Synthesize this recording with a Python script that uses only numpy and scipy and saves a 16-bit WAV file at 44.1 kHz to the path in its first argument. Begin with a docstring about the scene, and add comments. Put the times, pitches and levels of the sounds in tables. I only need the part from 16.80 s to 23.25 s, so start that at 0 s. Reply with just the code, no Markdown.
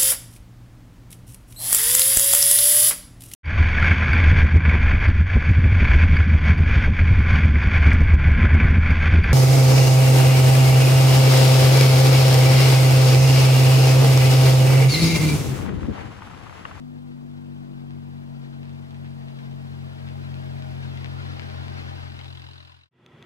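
"""A low exhaust drone draws near as an old small car with a trailer rolls slowly by on a gritty mountain road.
The drone is a stack of engine orders; the engine bay whirrs, fan and gears whine, and the tyres crunch
grit and flick stones. Once past, the body hides the engine and puffs of gas ring in the tailpipe.
The road fades out and a workshop fades in: room noise, a machine hum and two small ticks."""
import sys
import numpy as np
from scipy import signal
from scipy.fft import rfft, irfft
from scipy.io import wavfile

SR = 44100
rng = np.random.default_rng(int(sys.argv[2]) if len(sys.argv) > 2 else 0)


def wrap_up_sound(samples):
    """Save the sound to the file named by the first command line argument, as 16-bit audio."""
    columns = np.atleast_2d(samples).T
    # keep every value between -1 and 1, then stretch to whole-number steps
    tamed = np.clip(columns, -1, 1)
    steps = np.round(tamed * 32767).astype(np.int16)
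    wavfile.write(sys.argv[1], SR, steps)


N = 284445
T = np.arange(N) / SR
HZ = np.maximum(np.arange(N // 2 + 1) * SR / N, 1)
TAIL_TURNS_S = 4.996  # the car's tail starts to swing toward the listener


def from_db(db):
    """Decibels to gain."""
    return 10 ** (np.asarray(db) / 20)


def rms_one(x):
    """Scale to unit rms."""
    return x / np.sqrt(np.mean(x ** 2) + 1e-20)


def over_hz(points):
    """Draw a curve through (frequency, value) points on a log frequency axis."""
    hz, value = np.transpose(points)
    return np.interp(np.log(HZ), np.log(hz), value)


def drift(rate_hz):
    """Smooth random wander of unit rms."""
    return rms_one(irfft(rfft(rng.standard_normal(N)) / (1 + (HZ / rate_hz) ** 2), N))


def ring(clicks, hz, t60):
    """A resonator: each click starts a decaying sine of its own height."""
    radius, step = from_db(-60 / (t60 * SR)), 2 * np.pi * hz / SR
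    return signal.lfilter([0, np.sin(step)], [1, -2 * radius * np.cos(step), radius ** 2], clicks + 1e-18)


def coloured(drive, gain):
    """Equalise a drive into stereo, left at unit rms; the right port hears it partly scattered."""
    # how alike the two microphone ports sound: (frequency [Hz], likeness [ratio, capped at 1])
    likeness = [(250, 1.3), (500, 0.85), (1000, 0.8), (2000, 0.6346), (4500, 0.71), (7500, 0.07),
                (12000, 0.8)]
    alike = np.clip(over_hz(likeness), 0, 1)
    direct, scattered = rfft(rms_one(drive)), rfft(rng.standard_normal(N))
    right = alike * direct + np.sqrt(1 - alike ** 2) * scattered
    pair = irfft(gain * np.array([direct, right]), N)
    return pair / pair[0].std()


def distance_db(s, speed_m_per_s=2.97, closest_m=2.73, closest_s=4.9):
    """Distance loss of a car rolling along a straight line, 0 dB at the closest point."""
    return -20 * np.log10(np.hypot(1, speed_m_per_s * (s - closest_s) / closest_m))


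def swell_db(crest_s, apex_db, rise, fall, round_s=0.19):
    """A rise and a fall in dB per second, rounded off below the apex where the two slopes meet."""
    past = round_s * np.logaddexp(0, (T - crest_s) / round_s)
    return apex_db + rise * (T - crest_s) - (rise + fall) * past


def reflected(x, strength, rate_hz=1.52, count=5, longest_s=.005, wander_s=0.000493):
    """Bounces between road and underbody, whose paths shift as the car rolls, ripple the spectrum."""
    delays = rng.uniform(0.206, 1, count) * longest_s
    return x + strength * sum(np.interp(T - delay - wander_s * drift(rate_hz), T, x) for delay in delays)


def order_tone(turns, order, rough, rate_hz=9, silencer_spread=0.145):
    """One engine order, shaken by uneven firing; the silencer's phase shift smears each beat in time."""
    angle = 2 * np.pi * (order * turns + silencer_spread * order ** 2)
    in_phase = (1 + rough * drift(rate_hz)) * np.cos(angle)
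    return -np.sqrt(2) * (in_phase + rough * drift(rate_hz) * np.sin(angle))


def workshop(level_db=-47, right_db=0.3):
    """Ringing room tone with a machine hum."""
    # hum partials: (frequency [Hz], rms level [dB])
    partials = [(119.5, -76), (143, -62), (222, -70), (357, -59)]
    # room tone spectrum: (frequency [Hz], relative level [dB])
    spectrum = [(30, -27), (80, -2), (140, 13.5), (190, 0), (245, 4.5), (290, -4.5), (360, 2), (550, -7),
                (1100, -12), (2000, -15), (2900, -15.5), (3650, -22.5), (4400, -29), (8000, -37.5),
                (16000, -51)]
    # room resonances: (frequency [Hz], width [Hz], lift [dB])
    resonances = [(1000, 50, 4), (1310, 45, 6), (1940, 49, 10), (3400, 88, 9)]
    hum = sum(from_db(db) * np.sqrt(2) * np.sin(2 * np.pi * (hz * T + rng.random()))
              for hz, db in partials)
    lift_db = sum(db / (1 + ((HZ - hz) / width) ** 2) for hz, width, db in resonances)
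    room = coloured(rng.standard_normal(N), from_db(over_hz(spectrum) + lift_db))
    return from_db([[level_db], [level_db + right_db]]) * room + hum


def ticks(trim_db=-11):
    """Two light, hard touches in the workshop, each ringing for an instant."""
    # touches: (time [s], strike level [dB])
    touches = [(6.263, -33), (6.426, -31)]
    # modes they excite: (frequency [Hz], gain [dB], t60 [s])
    modes = [(2650, -2, .009), (3450, 3.5, 0.0082), (6160, -11, 0.0097)]
    clicks = np.zeros(N)
    for s, db in touches:
        clicks[int(s * SR)] = from_db(db)
    return sum(from_db(db + trim_db) * ring(clicks, hz, t60) for hz, db, t60 in modes)


def hiss(floor_db=-70.5):
    """A steady faint hiss, and a fine hiss from the front of the car that crests early."""
    # hiss spectrum: (frequency [Hz], relative level [dB])
    spectrum = [(3000, -23), (6500, 4.5), (8000, 4.5), (10000, -1.5), (15500, 2)]
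    front_db = swell_db(crest_s=3.7, apex_db=-64, rise=4.5, fall=3.5)
    gain = np.hypot(from_db(floor_db), from_db(front_db))
    return gain * coloured(rng.standard_normal(N), from_db(over_hz(spectrum)))


def whine(turns):
    """High, unsteady orders of the fan and gears."""
    # swells: (order [x beat rate], crest [s], apex [dB], rise [dB/s], fall [dB/s])
    orders = [(14, 3.56, -52, 5, 0.3), (15, 3.5, -66, 3, 6), (17, 3.8, -54, 13, 7), (18, 5.0, -52, 5, 3)]
    return sum(from_db(swell_db(*swell)) * order_tone(turns, round(k), rough=0.55, rate_hz=9.7)
               for k, *swell in orders)


def engine_bay(turns, throb=0.049):
    """A mechanical whirr that throbs with the firing."""
    # whirr spectrum: (frequency [Hz], relative level [dB])
    spectrum = [(20, -8), (60, -25), (110, 4), (170, 0.5), (300, 6), (370, 4.5), (450, -1), (800, 0),
                (1000, -3.5), (1500, -16.5), (2500, -44), (6000, -38)]
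    pulsed = rng.standard_normal(N) * (1 + throb * np.cos(2 * np.pi * turns))
    return coloured(pulsed, from_db(over_hz(spectrum)))


def chinks(turns, per_s, shake, count=32, spread_db=3.8):
    """Loose metal parts, shaken by the engine, chink densely at many pitches."""
    hits = rng.random(N) < per_s * (1 + shake * np.cos(2 * np.pi * turns)) / SR
    clicks = hits * from_db(spread_db * np.minimum(rng.exponential(1, N), 2.5)) * rng.choice([-1, 1], N)
    part = rng.integers(0, count, N)
    pitches = np.linspace(2000, 5000, count) * rng.uniform(.98, 1.02, count)
    return rms_one(sum(ring(clicks * (part == k), hz, t60=0.05) for k, hz in enumerate(pitches)))


def tyres(turns, grains_per_s=900, clump_db=6, grit=0.99, valve_tap=0.21, rattle=0.35):
    """Grit cracks in clumps under the tread, over a rolling hiss with valve taps and loose metal."""
    # crunch spectrum: (frequency [Hz], relative level [dB])
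    spectrum = [(500, -1.5), (1000, 4), (1500, 6.5), (2200, 2), (3200, -0.5), (4200, -3.5), (5000, -6.5),
                (6000, -14), (7200, -20), (10000, -28.5), (16000, -51)]
    cracks = rng.random(N) < grains_per_s * from_db(clump_db * drift(14)) / SR
    sizes = from_db(np.minimum(rng.exponential(1, N), 4)) * rng.choice([-1, 1], N)
    rolling = rng.standard_normal(N) * (1 + valve_tap * np.cos(4 * np.pi * turns))
    tread = reflected(grit * rms_one(cracks * sizes) + rolling, strength=0.6)
    metal = rattle * chinks(turns, per_s=220, shake=0.95)
    return coloured(tread + metal, from_db(over_hz(spectrum)))


def pebbles(per_s=4, closest_db=-43, spread_db=1.5, centre_hz=3000, spray=0.084):
    """Small stones fly at random and sink quickly into the hiss with distance; yields rows for stones()."""
    for when, size, pitch in rng.random((round(per_s * TAIL_TURNS_S), 3)):
        s = when * TAIL_TURNS_S
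        db = closest_db + 1.6 * distance_db(s) + spread_db * (2 * size - 1)
        yield s, db, centre_hz * 2 ** (.7 * (pitch - .5)), spray


def stones(boost_db=15, ring_cycles=3.02, spray_t60=0.17, right_far_db=6, right_near_db=-9):
    """A stone snaps out from under a tyre in one sharp swing, and a spray of crumbs scatters after it."""
    # the biggest stones: (time [s], relative level [dB], pitch [Hz], crumb spray [0-1])
    big_stones = [(1.1074, -45, 2350, 0.01), (1.8307, -46, 2500, 0.05), (1.8548, -49, 2400, 0.04),
                  (1.894, -50, 2840, 0.06), (2.1075, -45, 3280, 0.03), (2.1455, -44.5, 2310, 0.04),
                  (2.2455, -49.5, 2340, 0.08), (2.4844, -44, 2970, 0.05), (2.589, -42.5, 2900, 0.04),
                  (3.2786, -43, 2370, 0.04), (3.2878, -38, 2350, 0.03), (3.5427, -37, 2570, 0.02),
                  (3.8235, -36, 2870, 0.02), (4.1739, -36.5, 3060, 0.05), (4.2453, -28, 2320, 0.02),
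                  (4.2594, -31.5, 2330, 0), (4.596, -26.5, 2430, 0.02), (4.6199, -37, 3000, 0),
                  (4.7004, -36.5, 2840, 0.01), (4.8824, -34, 3026, 0), (5.3916, -34.5, 2380, 0.05),
                  (5.4454, -34, 2780, 0.03)]
    out, age = np.zeros((2, N)), np.arange(SR // 6) / SR
    for s, db, hz, spray in [*big_stones, *pebbles()]:
        right_db = right_far_db + (right_near_db - right_far_db) * from_db(distance_db(s))
        crumbs = spray * rng.standard_normal((2, len(age))) * from_db(-60 * age / spray_t60)
        snap = ring(signal.unit_impulse(len(age)) + crumbs, hz, ring_cycles / hz)
        start = int(s * SR)
        out[:, start:start + len(age)] += from_db(db + boost_db) * from_db([[0], [right_db]]) * snap
    return signal.sosfilt(signal.butter(2, [1000, 6000], "band", fs=SR, output="sos"), out)


def tailpipe(turns, fall_db=16):
    """Each beat lets out a puff of gas that rings in the pipe, jingles it and dies before the next."""
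    # pipe resonances: (frequency [Hz], width [Hz], relative level [dB])
    resonances = [(980, 180, 8), (1520, 480, 5.5), (2820, 470, 3.5), (3830, 470, 2.5), (4760, 710, -5.5),
                  (6500, 2900, -17.5)]
    gas = reflected(rng.standard_normal(N), strength=0.56, rate_hz=5.5)
    jingle = 0.57 * chinks(turns, per_s=300, shake=0.7)
    puffs = from_db(-fall_db * (turns % 1) + drift(27)) * (gas + jingle)
    power = sum((from_db(db) / (1 + ((HZ - hz) / width) ** 2)) ** 2 for hz, width, db in resonances)
    return coloured(puffs, np.sqrt(power))


def rock_echo(first_period_s=0.335, slowing=0.3):
    """Gain of a tone beating ever more slowly against its rock-face echo, until the direct sound wins."""
    cycles = np.log1p(slowing * T / first_period_s) / slowing
    echo_share = np.interp(T, [2.65, 3.15], [0.88, 0.15])
    return np.abs(1 - echo_share * np.exp(2j * np.pi * cycles)) / (1 + echo_share)


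def exhaust(turns, dip_width_s=0.085):
    """The low drone: four strong orders and some weak, rougher ones; no two beats are equally strong."""
    # swells: (order [x beat rate], crest [s], apex [dB], rise [dB/s], fall [dB/s], waver [dB])
    strong_orders = [(2, 4.67, -32.5, 3.5, 5, 0.36), (3, 4.38, -30.5, 2, 8.5, 0.57),
                     (4, 4.4, -49, 0, 18, 2.1), (5, 5.07, -43, -1.2, 21, 0.1)]
    # riding on the 3rd order: (order [x beat rate], far level [dB re 3rd], near level [dB re 3rd])
    weak_orders = [(1, -20, -24.5), (6, -30, -23), (7, -11.5, -33.5), (8, -24.5, -21.5), (10, -23.5, -29.5)]
    # the drone dips briefly: (time [s], depth [dB])
    dips = [(2.07, 2.5), (3.15, 3.5), (4.64, 2.7), (5.4, 2)]
    gains = {round(k): from_db(swell_db(*swell) + waver_db * drift(2.4))
             for k, *swell, waver_db in strong_orders}
    gains[2] *= rock_echo()
    strong = sum(gain * order_tone(turns, k, rough=.04, rate_hz=20) for k, gain in gains.items())
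    near = np.interp(T, [.8, 3.8], [0, 1])
    weak = sum(from_db(far_db + near * (near_db - far_db)) * order_tone(turns, round(k), rough=0.031 * k)
               for k, far_db, near_db in weak_orders)
    beat_db = rng.normal(0, .7, int(turns[-1]) + 2)
    uneven_db = np.interp(turns, np.arange(len(beat_db)), beat_db)
    dip_db = sum(db * np.exp(-((T - s) / dip_width_s) ** 2) for s, db in dips)
    return (strong + gains[3] * weak) * from_db(uneven_db - dip_db)


def microphone_ports(pair, turn_hz=135, port_hz=7600, port_width_hz=4200):
    """The right side is weaker; its phase turns over above the bass and again at the port resonance."""
    # right port response: (frequency [Hz], gain [dB])
    response = [(60, -5.5), (1000, -5), (2400, -1), (4400, 0), (5800, 0), (7500, -5.5), (10000, -0.5),
                (15000, -2.5)]
    bass_turn = (1 - 1j * HZ / turn_hz) / (1 + 1j * HZ / turn_hz)
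    port = port_hz ** 2 - HZ ** 2 + 1j * HZ * port_width_hz
    right = irfft(rfft(pair[1]) * from_db(over_hz(response)) * bass_turn * np.conj(port) / port, N)
    return np.array([pair[0], right])


def car(bay_db=-41, tyres_db=-41.97, pipe_db=-52, pipe_rise_db_per_s=12.5, hidden_db=7.5, swing_s=0.54):
    """The pass-by: as the tail swings round, the body hides the engine and puffs replace the crunch."""
    beat_hz = 47.82 - 0.79 * T + 0.9 * np.exp(-T / 0.9)  # the engine slows, a little faster at first
    turns = np.cumsum(beat_hz) / SR  # one turn per exhaust beat
    loss_db = distance_db(T)
    behind = np.clip((T - TAIL_TURNS_S) / swing_s, 0, 1)
    shadow = from_db(-hidden_db * behind)
    whirr = from_db(bay_db + 0.57 * loss_db) * engine_bay(turns)
    crunch = np.sqrt(1 - behind) * from_db(tyres_db + 1.145 * loss_db) * tyres(turns)
    puffs = np.sqrt(behind) * from_db(pipe_db + pipe_rise_db_per_s * (T - TAIL_TURNS_S)) * tailpipe(turns)
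    return microphone_ports(hiss() + exhaust(turns) + shadow * (whirr + whine(turns))
                            + crunch + puffs + stones())


def scene(fade_start_s=5.5, change_s=6.1, pause_s=0.018):
    """The road fades to a moment of silence, then the workshop fades in."""
    fade_out = np.interp(T, [fade_start_s, change_s - pause_s / 2], [1, 0])
    fade_in = np.interp(T, [change_s + pause_s / 2, T[-1]], [0, 1]) ** 1.01
    return fade_out * car() + fade_in * workshop() + ticks()


def record(dry):
    """A steep low-pass shaves off the very top."""
    return signal.sosfilt(signal.ellip(12, .1, 90, 15800, fs=SR, output="sos"), dry)


dry = scene()
out = record(dry)
wrap_up_sound(out)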